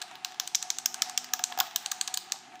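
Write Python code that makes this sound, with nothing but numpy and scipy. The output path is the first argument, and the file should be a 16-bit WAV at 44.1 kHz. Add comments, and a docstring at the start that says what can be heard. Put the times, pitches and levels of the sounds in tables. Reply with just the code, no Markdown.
"""Magnetic steel rollers run around a metal disc on a wooden table, close to the microphone.
They snap against the disc and each other in short bright clicks with a chatter of micro-bounces,
now and then knock the board, and rumble and hiss as they roll. A small live room answers every click.
Underneath, a faint hum comes and goes, and a soft low rumble swells near the end."""
import sys
import numpy as np
from scipy import signal
from scipy.fft import rfft, irfft
from scipy.io import wavfile
from scipy.ndimage import uniform_filter1d

SR = 44100
rng = np.random.default_rng(int(sys.argv[2]) if len(sys.argv) > 2 else 0)


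def bounce(signal):
    """Save signal as a 16-bit WAV file at the path given by the first command-line argument."""
    frames = np.transpose(np.atleast_2d(signal))
    limited = np.clip(frames, -1, 1)
    pcm = np.round(limited * 32767).astype(np.int16)
    wavfile.write(sys.argv[1], SR, pcm)


N = 114660

SNAP_HZ, CLACK_HZ = 6374, 3565  # pitches at which the roller modes are listed


def rollers():
    """Each roller grazes, then strikes; faint ticks fall between. Gives direct sound and room send."""
    # strikes: t/s, snap level/dB, knock, clack and ping re snap/dB, snap f/Hz, clack f/Hz
    clicks = [(0.0172, -14.5, -5.5, 0, -24, 7650, 3820), (0.0197, -20.5, -12, 6, -11, 6200, 4050),
              (0.0244, -17.5, -5, -2, -11, 6600, 3860), (0.1128, -31, 4, 3, -14, 6400, 3500),
              (0.1551, -29, -4, 7.5, -3, 5400, 3970), (0.248, -7, -10.5, -1, -12, 6250, 3840),
              (0.3215, -30, 0, 2, -14, 6400, 3500), (0.3445, -30, 1, 1, -16, 6400, 3500),
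              (0.3992, -2, -14, -4, -11.5, 5950, 3560), (0.476, -9.5, -14.5, -4.5, -16, 7000, 4260),
              (0.5488, -0.5, -36, -5, -24, 6100, 3390), (0.5534, 4, -32, -15, -30, 6240, 4680),
              (0.627, -6, -16.5, -8, -39, 6900, 4220), (0.7035, 0.5, -21, -8, -26, 6280, 3540),
              (0.7859, -5.5, -19, -9.5, -39, 6870, 4000), (0.8596, 4, -20, -11.5, -7.5, 6200, 3610),
              (0.9437, -8, -7.5, -6.5, -22, 6970, 4350), (1.0212, 3, -15, -8, -14, 6240, 3330),
              (1.097, -12, -10, -6, -20, 7000, 3800), (1.177, 3, -22, -6, -14.5, 6230, 3480),
              (1.2447, -15.5, -27, -6, -10, 5600, 2800), (1.3366, 0, -9.5, -6.5, -4.5, 6170, 4050),
              (1.3935, -15.5, 0, -2, -2.5, 5860, 3400), (1.4396, 1.5, -23, -7.5, -42, 6620, 4300),
              (1.5239, -23, 7.5, 6, -8, 6000, 3700), (1.5764, -18.5, -7, -3, -7, 6200, 3620),
              (1.5886, -16, -4, -1, 7, 5700, 4450), (1.6023, 2, -30, -2.5, -0.5, 6080, 3670),
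              (1.607, -6.5, 4, -11, -18, 5400, 3060), (1.711, -29, 2, 3, -14, 6400, 3500),
              (1.7609, 1, -14, -5, -3, 6590, 4010), (1.8612, -7, -17, -1.5, -28, 7000, 4310),
              (1.9164, -5.5, -17, -4.5, -7, 7000, 4030), (1.919, -7, -4.5, -5.5, -12, 6750, 4580),
              (2.0124, -1.5, -16, -3, -22, 7070, 4440), (2.0768, -8.5, -12, -4, -26, 6940, 3760),
              (2.0803, -13.5, -5, -0.5, -25, 6300, 4120), (2.1416, -6, -16.5, -4, -12, 7300, 4730),
              (2.144, -8.5, -14, -3, -15, 7530, 4600), (2.174, -8.5, -9, 3, -1.5, 7080, 4340),
              (2.3214, -1.5, -18, -6, -22, 6670, 4060), (2.556, -33, 3, 2, -12, 6400, 3500)]
    graze_lead_s, graze_db, ticks_per_s, low_cut_hz = 0.0014, -10, 20, 895
    shaded_share = 0.11  # the disc partly hides quiet strikes: this share of their loss spares the room
    direct, send, ticks = np.zeros((3, N))
    for start, db, *tone in clicks:
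        hit = strike(db, *tone)
        add(direct, start, chatter(hit))
        add(direct, start - graze_lead_s, chatter(strike(db + graze_db, *tone)))
        add(send, start, all_round(hit) * undb(-shaded_share * db))
    for start in rng.uniform(0, N / SR, int(ticks_per_s * N / SR)):
        db = -37 + 2.5 * np.clip(rng.standard_normal(), -2, 1)
        add(ticks, start, strike(db, knock_db=3, clack_db=2, ping_db=-16))
    # small parts radiate no bass
    return high_pass(direct + ticks, low_cut_hz), high_pass(send + ticks, low_cut_hz)


def strike(snap_db, knock_db, clack_db, ping_db, snap_hz=SNAP_HZ, clack_hz=CLACK_HZ):
    """One steel contact: heavily damped modes and a bright crack of noise."""
    # roller modes: f/Hz, t60/ms, level/dB, part (rounds to 0 snap, 1 knock, 2 clack, -1 ping)
    modes = [(5848, 2.73, -8, 0.48), (6460, 2.1, -3.5, -1), (7040, 2.06, -8, 0.5), (1134, 26.3, 0, 1),
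             (1648, 24.8, 2, 1), (2650, 2.9, -2.5, 2), (3483, 3.07, 2, 2), (4100, 5.2, -12, 2)]
    # trim of snap, knock, clack and ping: level/dB
    trim_db = [-0.61, 0.41, 1, -1.8]
    steel_ping = (14780, 3.8, 0, -1)  # the high mode of the steel itself
    contact_ms, detune_hz, crack_db, crack_t60_ms = 0.22, 62, -15, 8
    ms = np.arange(SR // 40) * 1000 / SR
    attack = 1 - np.exp(-(ms / contact_ms) ** 2)
    parts = np.zeros((4, len(ms)))
    pitch = [snap_hz / SNAP_HZ, 1, clack_hz / CLACK_HZ, 1]
    for hz, t60, db, part in modes + [steel_ping]:
        part = round(part)
        detune, phase = rng.standard_normal(2)
        hz = (hz + detune_hz * detune) * pitch[part]  # rollers differ in pitch
        wave = np.sin(2 * np.pi * (hz * ms / 1000 + phase))
        parts[part] += undb(db) * wave * fade(ms, t60) * attack
    gains = undb(np.array([0, knock_db, clack_db, ping_db]) + trim_db)
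    ring = sum(gain * unit(part) for gain, part in zip(gains, parts))
    bright_noise = np.diff(rng.standard_normal(len(ms) + 1)) + rng.standard_normal(len(ms))
    crack = unit(bright_noise * attack * fade(ms, crack_t60_ms))
    return undb(snap_db) * (ring + undb(crack_db) * crack)


def chatter(hit, bounce_db=-9, t60_ms=16.8):
    """A strike followed by its micro-bounces."""
    ms = np.arange(len(hit)) * 1000 / SR
    bounces = unit(rng.standard_normal(len(ms)) * fade(ms, t60_ms) * (ms > .5))
    return hit + undb(bounce_db) * signal.fftconvolve(hit, bounces)[:len(ms)]


def all_round(hit, smooth_hz=1300):
    """What a strike radiates in all directions: the same colour with its narrow peaks evened out."""
    power = uniform_filter1d(np.abs(rfft(hit)) ** 2, int(smooth_hz * len(hit) / SR))
    return np.roll(irfft(np.sqrt(np.abs(power)), len(hit)), SR // 500)


def board_ring():
    """Disc and board answer an impulse with short woody modes, thin in the bass."""
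    # modes of disc and board: f/Hz, t60/ms, level/dB
    modes = [(393, 91, -20), (695, 10, -22), (747, 115, 0), (781, 59, -6), (861, 45, -8), (1126, 82, -21),
             (1241, 49, -13), (1425, 35, -23), (1660, 93, -17), (2020, 38, -26), (2590, 55, -20)]
    t = np.arange(SR // 8) / SR
    ring = sum(undb(db) * np.sin(2 * np.pi * hz * t) * fade(t, t60 / 1000) for hz, t60, db in modes)
    return unit(high_pass(ring, hz=660))


def knocks(body):
    """A roller bumps the board with a dull thump, stays pressed on and damps the ring."""
    # bumps on the board: t/s, level/dB
    bumps = [(.112, -21), (1.338, -12), (1.3965, -11.5), (1.520, -10), (1.5755, -6), (1.5885, -28),
             (1.5915, -1.5), (1.607, -4.5), (2.342, -16.5)]
    thump_hz, thump_db = 354, -28
    t = np.arange(len(body)) / SR
    damped = unit(body * fade(t, t60=0.21))
    low_pass = signal.butter(2, thump_hz, fs=SR, output="sos")
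    out = np.zeros(N)
    for start, db in bumps:
        thump = signal.sosfilt(low_pass, rng.standard_normal(len(t)) * fade(t, t60=0.02))
        add(out, start, undb(db) * (damped + undb(thump_db) * unit(thump)))
    return out


def rolling(body):
    """The grain of the track rings disc and board in surges; steel hisses on steel."""
    # rolling envelope: t/s, relative level/dB
    envelope = [(0, 3.5), (.1, -0.5), (.12, 2), (.2, 1.5), (.3, 0), (.6, 0.5), (1.0, 3), (1.45, 0),
                (1.8, 2.5), (2.25, -2), (2.36, -1), (2.44, -4), (2.55, -2), (2.6, -8.5)]
    # spectrum of the hiss: f/Hz, relative level/dB
    scrape = [(200, -57), (560, -62), (900, 1.5), (1300, 5.5), (2000, 4), (3000, 2), (4500, -10),
              (7000, -9.5), (9500, -17), (15000, -35)]
    grains_per_s, grain_spread_db, surge_db = 1500, 5, 2
    effort = curve(envelope) * undb(surge_db * walk(21.86))
    impulses = (rng.random(N) < grains_per_s / SR) * rng.choice([-1, 1], N)
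    grains = impulses * undb(grain_spread_db * rng.standard_normal(N)) * effort
    roll = level(signal.fftconvolve(grains, body)[:N], db=-50)
    hiss = level(grains, db=-12.5) + rng.standard_normal(N) * effort
    return roll + level(colour(hiss, scrape), db=-54.5)


def room(send):
    """A few distinct reflections and a diffuse tail that changes as the rollers move."""
    # reverb bands: centre f/Hz, t60/s, level/dB
    reverb = [(292, 0.17, -6.5), (810, 0.28, -9), (2050, 1, -14.5), (4650, 0.49, -10), (7000, 0.54, -14),
              (11300, 0.3, -8.5), (15100, 0.39, -21.5)]
    # distinct reflections: delay t/s, level/dB
    reflections = [(.007, -24.5), (.009, -27), (.0137, -29), (.0655, -30)]
    predelay_s, path_change_s = 0.00317, 0.15
    t = np.arange(SR // 2) / SR
    f = np.fft.rfftfreq(N, 1 / SR)
    noise, centres = rfft(rng.standard_normal(N)), [row[0] for row in reverb]
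    bands = np.array([irfft(noise * np.interp(f, centres, share), N) for share in np.eye(len(reverb))])
    decays = np.array([undb(db) * unit(fade(t, t60) * (t > predelay_s)) for _, t60, db in reverb])
    out, step = np.zeros(N), int(path_change_s * SR)
    for start in range(0, N, step):
        i = rng.integers(N - len(t))
        tail = np.sum(bands[:, i:i + len(t)] * decays, axis=0)
        add(out, start / SR, signal.fftconvolve(send[start:start + step], tail))
    for delay, db in reflections:
        add(out, delay, undb(db) * send)
    return out


def hum():
    """Three low tones hold while a fourth swells and recedes."""
    # held tones: f/Hz, level/dB
    tones = [(135, -81), (195, -78.5), (366, -76.5)]
    # envelope of the swelling tone: t/s, level/dB
    swell = [(0, -92), (.74, -78), (.8, -69.5), (1.2, -68), (1.62, -66), (1.68, -79.5), (2.6, -75.5)]
    held = sum(undb(db) * hum_tone(hz) for hz, db in tones)
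    return held + curve(swell) * hum_tone(hz=247.8)


def hum_tone(hz, waver_hz=2.39, waver_db=1.5):
    """A sine that wavers in pitch and level."""
    phase = 2 * np.pi * np.cumsum(hz + waver_hz * walk(12.16)) / SR
    return np.sqrt(2) * np.sin(phase) * undb(waver_db * walk(14.3))


def air():
    """Room tone: the faint, even noise of still air."""
    # room tone spectrum: f/Hz, relative level/dB
    spectrum = [(25, -20), (75, -19), (130, -2), (200, -3.5), (340, 1), (520, -5), (1000, -16),
                (4000, -3.5), (15000, -49)]
    return level(colour(rng.standard_normal(N), spectrum), db=-64)


def rumble():
    """A soft low rumble swells near the end and eases off."""
    # rumble envelope: t/s, level/dB
    envelope = [(2.38, -89), (2.51, -64.5), (2.6, -68)]
    # rumble spectrum: f/Hz, relative level/dB
    spectrum = [(150, -26), (240, 1), (285, 0), (420, -7), (1000, -60)]
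    return curve(envelope) * level(colour(rng.standard_normal(N), spectrum), db=0)


def undb(db):
    """Decibels to gain."""
    return 10 ** (np.asarray(db) / 20)


def level(x, db):
    """Set the rms level."""
    return x * undb(db) / np.sqrt(np.mean(x ** 2))


def unit(x):
    """Scale to unit energy."""
    return x / np.sqrt(np.sum(x ** 2))


def fade(t, t60):
    """Exponential decay, 60 dB down at t60."""
    return np.exp(-np.log(1000) * t / t60)


def curve(rows):
    """Gain envelope from rows of t/s, level/dB."""
    return undb(np.interp(np.arange(N) / SR, *np.array(rows).T))


def colour(x, points):
    """Equalise by points of f/Hz, level/dB."""
    hz, db = np.array(points).T
    f = np.maximum(np.fft.rfftfreq(len(x), 1 / SR), 1)
    return irfft(rfft(x) * undb(np.interp(np.log(f), np.log(hz), db)), len(x))


def high_pass(x, hz):
    """Steep bass cut."""
    return signal.sosfilt(signal.butter(4, hz, "high", fs=SR, output="sos"), x)


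def walk(rate_hz):
    """Smooth random wander with spread 1."""
    hold = int(SR / rate_hz)
    steps = np.repeat(rng.standard_normal(N // hold + 1), hold)
    wander = uniform_filter1d(uniform_filter1d(steps, hold), hold)[:N]
    return wander / wander.std()


def add(out, start_s, sound):
    """Mix a sound in at a time."""
    i = max(int(start_s * SR), 0)
    out[i:i + len(sound)] += sound[:max(N - i, 0)]


def scene():
    """Rollers and board in the room, over a bed of hum, air and rumble."""
    background = hum() + air() + rumble()
    body = board_ring()
    board = knocks(body) + rolling(body)
    direct, send = rollers()
    return (direct + board + room(send + board) + background)[None]


def record(dry, top_hz=15400):
    """The microphone scoops the low mids and lifts the high treble; the recorder cuts the top."""
    # microphone response: f/Hz, level/dB
    microphone = [(30, -3), (110, 1), (420, 4), (530, -11), (700, -1), (7600, 0.5), (8500, 0), (9400, -0.5),
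                  (11000, 2.5), (13000, 2)]
    coloured = colour(dry[0], microphone)[None]
    return signal.sosfilt(signal.ellip(8, .2, 70, top_hz, fs=SR, output="sos"), coloured)


dry = scene()
out = record(dry)
bounce(out)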